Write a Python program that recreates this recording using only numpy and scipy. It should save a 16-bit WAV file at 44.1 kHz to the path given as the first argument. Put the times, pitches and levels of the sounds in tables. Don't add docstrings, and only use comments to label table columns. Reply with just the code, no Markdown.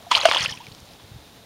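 import sys
import numpy as np
from scipy import signal
from scipy.fft import rfft, irfft
from scipy.io import wavfile
from scipy.ndimage import uniform_filter1d, minimum_filter1d

SR = 44100
rng = np.random.default_rng(int(sys.argv[2]) if len(sys.argv) > 2 else 0)


def wav_record(signal):
    frames = np.transpose(np.atleast_2d(signal))
    bounded = np.clip(frames, -1, 1)
    quanta = np.round(bounded * 32767).astype(np.int16)
    wavfile.write(sys.argv[1], SR, quanta)


N = 63945
T = np.arange(N) / SR
TOP_HZ = 15750

# (frequency [Hz], gain [dB])
SPLASH_TONE = [(100, 0.5), (300, 0), (600, -2.5), (1100, 7), (1900, -4.5), (2500, -0.5), (3100, 6),
               (3800, -2), (5000, -5), (7000, -11), (9300, -10), (11000, -20), (15000, -23)]


def undb(db):
    return 10 ** (np.asarray(db) / 20)


def unit(x):
    return x / np.sqrt(np.mean(x ** 2))


def even(x):
    return x / np.sqrt(uniform_filter1d(x ** 2, size=1800) + 1e-9)


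def add(out, start_s, x):
    i = max(int(start_s * SR), 0)
    out[i:i + len(x)] += x[:max(N - i, 0)]


def colour(x, points):
    hz, db = np.array(points).T
    freqs = np.maximum(np.fft.rfftfreq(2 * N, 1 / SR), 1)
    gain = undb(np.interp(np.log(freqs), np.log(hz), db))
    return irfft(rfft(x, 2 * N) * gain)[:N]


def noise(points):
    return unit(colour(rng.standard_normal(N), points))


def ring(hz, decay_s, rise_cycles, glide_octaves=0):
    t = np.arange(int(8 * decay_s * SR) + 16) / SR
    slide = 1 - np.exp(-t / (1.94 * decay_s))
    pitch = hz * 2 ** (glide_octaves * slide)
    swell = 1 - np.exp(-(t * hz / rise_cycles) ** 2)
    wave = swell * np.exp(-t / decay_s) * np.sin(2 * np.pi * np.cumsum(pitch) / SR)
    return wave / np.abs(wave).max()


def swarm(low_hz, high_hz, per_s, decay_cycles, spread_db):
    out = np.zeros(N)
    draws = rng.random((6000, 5))
    for when, height, weakness, length, bend in draws[:int(per_s * N / SR)]:
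        hz = low_hz * (high_hz / low_hz) ** height
        decay_s = decay_cycles * (0.5 + length) / hz
        wave = ring(hz, decay_s, rise_cycles=0.56, glide_octaves=0.51 * (bend - 0.5))
        add(out, when * N / SR, wave * undb(-spread_db * np.log(0.012 + weakness)))
    return colour(out, SPLASH_TONE)


def river():
    # (frequency [Hz], gain [dB])
    flow_tone = [(15, -53), (25, -9), (101, 1.5), (183, -1), (267, -1.5), (340, -4.5), (782, -4.5),
                 (919, -8), (1240, -12), (2360, -13), (4040, -13.5), (7910, -20.5), (15500, -25)]
    waver = noise([(1, 0), (12, 0), (40, -60), (200, -120)])
    level_db = -49 - 0.5 * (T - 1) + 0.5 * waver
    wash = noise(flow_tone) * undb(level_db)
    hiss = signal.lfilter(*signal.iirpeak(3720, Q=7.5, fs=SR), rng.standard_normal(N))
    return wash + undb(-58.5) * unit(hiss)


def bumps():
    # (time [s], peak level [dB], pitch [Hz])
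    knocks = [(0.168, -38, 81), (0.283, -39.5, 80), (.404, -30, 131), (0.428, -32.5, 114),
              (0.442, -34.5, 159), (.477, -32.5, 131), (.503, -42, 70), (.518, -34, 145),
              (0.571, -38.5, 138), (0.682, -37, 137), (.714, -37.5, 104), (0.747, -50, 96),
              (0.823, -39.5, 92.3), (1.037, -41, 96), (1.114, -34.5, 105), (1.142, -37, 91),
              (1.159, -33, 108), (1.184, -46, 69.4), (1.365, -47, 110)]
    out = np.zeros(N)
    for start, db, hz in knocks:
        add(out, start, undb(db) * ring(hz, decay_s=0.53 / hz, rise_cycles=0.55))
    return out


def drips():
    loudest_s, fade_db_per_s = 0.52, 20.5
    plinks = unit(swarm(3550, 11600, per_s=150, decay_cycles=1.6, spread_db=3.9))
    return plinks * undb(-52 - fade_db_per_s * np.abs(T - loudest_s))


def spray():
    # (time [s], large [dB], medium [dB], fine [dB])
    loudness = [(0, -49.5, -66, -79), (0.099, -61, -63, -58), (0.114, -48, -23, -26.5),
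                (.14, -41, -23, -31.5), (0.171, -23, -24.5, -25), (0.193, -31.5, -29.5, -39),
                (.24, -36, -29.5, -35), (.275, -36, -24.5, -31), (.305, -26.5, -28, -31.5),
                (.34, -31, -26.5, -33.5), (.4, -37.5, -27, -32), (0.45, -37.5, -29.5, -29.5),
                (.476, -49.5, -38.5, -46), (0.508, -42, -41, -36.5), (.56, -66, -48, -54),
                (.66, -62, -54.5, -59.5), (.9, -66, -87, -62.5), (1.45, -79, -77, -81)]
    times, *levels = np.array(loudness).T
    large_gain, medium_gain, fine_gain = (undb(np.interp(T, times, db)) for db in levels)
    fizz = undb(-10.5) * even(swarm(6520, 15500, per_s=2000, decay_cycles=2.2, spread_db=5.5))
    splatter = undb(-16) * noise(SPLASH_TONE)
    large = even(swarm(500, 1535, per_s=650, decay_cycles=4.2, spread_db=3.9))
    medium = even(swarm(1724, 3794, per_s=1400, decay_cycles=5.3, spread_db=3.3))
    fine = even(swarm(4130, 7000, per_s=1000, decay_cycles=5.8, spread_db=2.9))
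    return large_gain * large + medium_gain * (medium + splatter) + fine_gain * (fine + fizz)


def ticks():
    # (time [s], peak level [dB], pitch [Hz])
    hits = [(.2557, -17.5, 8700), (0.2872, -21.5, 460), (0.3134, -3.5, 2370), (0.3208, -9, 4000),
            (0.3479, -14.5, 1200), (0.3497, -13.5, 5350), (0.36, -20, 734), (0.428, -31, 3500),
            (0.478, -26, 9500), (0.483, -24, 3170), (0.5115, -23, 5500), (.5733, -34, 4050),
            (0.6675, -28, 3860), (0.803, -30.5, 6000)]
    out = np.zeros(N)
    for start, db, hz in hits:
        add(out, start, undb(db) * ring(hz, decay_s=0.39 / hz, rise_cycles=0.46))
    return out


def slaps():
    # (time [s], level before swell and fade [dB], fade time [ms], brightness [Hz])
    sheets = [(.1135, -13.5, 8.5, 2970), (0.2531, -6, 5.4, 1890), (0.2543, -7.5, 2.45, 8500),
              (.2865, -13, 3.9, 1790), (0.336, -8, 1.1, 2530), (0.4219, -17, 0.87, 4600),
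              (0.45, -17, 1.3, 4000), (.499, -21, 1.8, 3940), (0.786, -38, 1.9, 6500),
              (.997, -45, 9.4, 2200)]
    out = np.zeros(N)
    swell = 1 - np.exp(-T / 0.00088)
    for start, db, decay_ms, hz in sheets:
        band = signal.butter(1, [hz / 3.4, min(hz * 1.33, TOP_HZ)], "band", fs=SR, output="sos")
        hiss = signal.sosfilt(band, rng.standard_normal(N))
        burst = unit(colour(hiss, SPLASH_TONE))
        fade = np.exp(-1000 * T / decay_ms)
        add(out, start, undb(db) * burst * swell * fade)
    return out


def plops():
    # (time [s], pitch [Hz], peak level [dB], fade time [ms], pitch slide [octaves])
    pockets = [(.065, 735, -34.5, 11.7, -0.16), (0.1131, 1163, -10.5, 1.4, -0.11),
               (0.1161, 1043, -8, 3.7, -0.058), (.130, 900, -24, 7.8, 0.012), (.146, 647, -29, 18, .1),
               (.1508, 3060, -0.5, 0.71, -0.067), (0.1544, 4200, -5, 0.72, 0),
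               (0.169, 4440, -15.5, 1.5, -.1), (.177, 1276, -18, 5, -0.037),
               (.2045, 6700, -24.5, 1.5, 0.054), (.213, 4120, -12.5, 0.98, -0.062),
               (.233, 566, -26.5, 7.8, 0.064), (.248, 4230, -19, 2.4, 0.021),
               (.2526, 665, -0.5, 5.3, 0.012), (.2545, 1418, -9.5, 2.1, 0.042),
               (.277, 645, -19.5, 8.1, 0.056), (.3135, 1170, -7.5, 0.4, 0.13),
               (.336, 930, -21.5, 3, -0.094), (0.323, 3330, -13.5, 0.6, 0.059),
               (0.347, 3250, -7.5, 0.56, 0), (0.35, 3000, -14, 1.5, -0.18), (.361, 995, -12.5, 1, -0.071),
               (.369, 3260, -6, 0.58, -0.093), (.3738, 3170, -11, 1.4, 0.17), (0.3803, 2950, -20.5, 2.5, 0),
               (0.408, 4630, -18, 1.5, -0.034), (.412, 3220, -23, 1.4, 0), (0.4187, 3130, -15, 1.6, 0.1),
               (.439, 5400, -16, 0.52, 0.05), (0.45, 1460, -20.5, 1.8, -0.089),
               (0.4595, 2600, -7.5, 0.53, 0.081), (0.4637, 3100, -18, 0.85, -0.076),
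               (0.49, 1846, -27, 6.8, -0.11), (0.496, 5270, -24.5, 1.2, -0.09),
               (0.5144, 5600, -27.5, 1.4, 0), (0.5241, 3280, -23, 3.8, -0.25),
               (0.537, 985, -38.5, 11, 0.052), (.541, 9700, -37.5, 0.79, -0.066), (.551, 5760, -35, 2, -.1),
               (0.5883, 9440, -41, 0.81, 0), (.5733, 2780, -30.5, 2.2, -0.25),
               (.602, 854, -35.5, 11.6, 0.47), (0.64, 2750, -40, 1.2, -0.17),
               (0.6672, 2490, -34, 2.6, -0.25), (.723, 4450, -35, .8, -0.12)]
    out = np.zeros(N)
    for start, hz, db, decay_ms, glide in pockets:
        add(out, start, undb(db) * ring(hz, decay_ms / 1000, rise_cycles=2.12, glide_octaves=glide))
    return out


def scene():
    low_cut = signal.butter(2, 175, "high", fs=SR, output="sos")
    splash = signal.sosfilt(low_cut, spray() + plops() + slaps() + ticks() + drips())
    return (splash + bumps() + river())[None]


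def record(dry):
    span = int(0.0011 * SR) + 1
    needed_gain = 1 / np.maximum(np.abs(dry), 1)
    smooth_gain = uniform_filter1d(minimum_filter1d(needed_gain, span), span)
    notched = signal.lfilter(*signal.iirnotch(7800, Q=22.5, fs=SR), dry * smooth_gain)
    top_cut = signal.ellip(12, 0.2, 90, TOP_HZ, fs=SR, output="sos")
    return signal.sosfilt(top_cut, notched)


dry = scene()
out = record(dry)
wav_record(out)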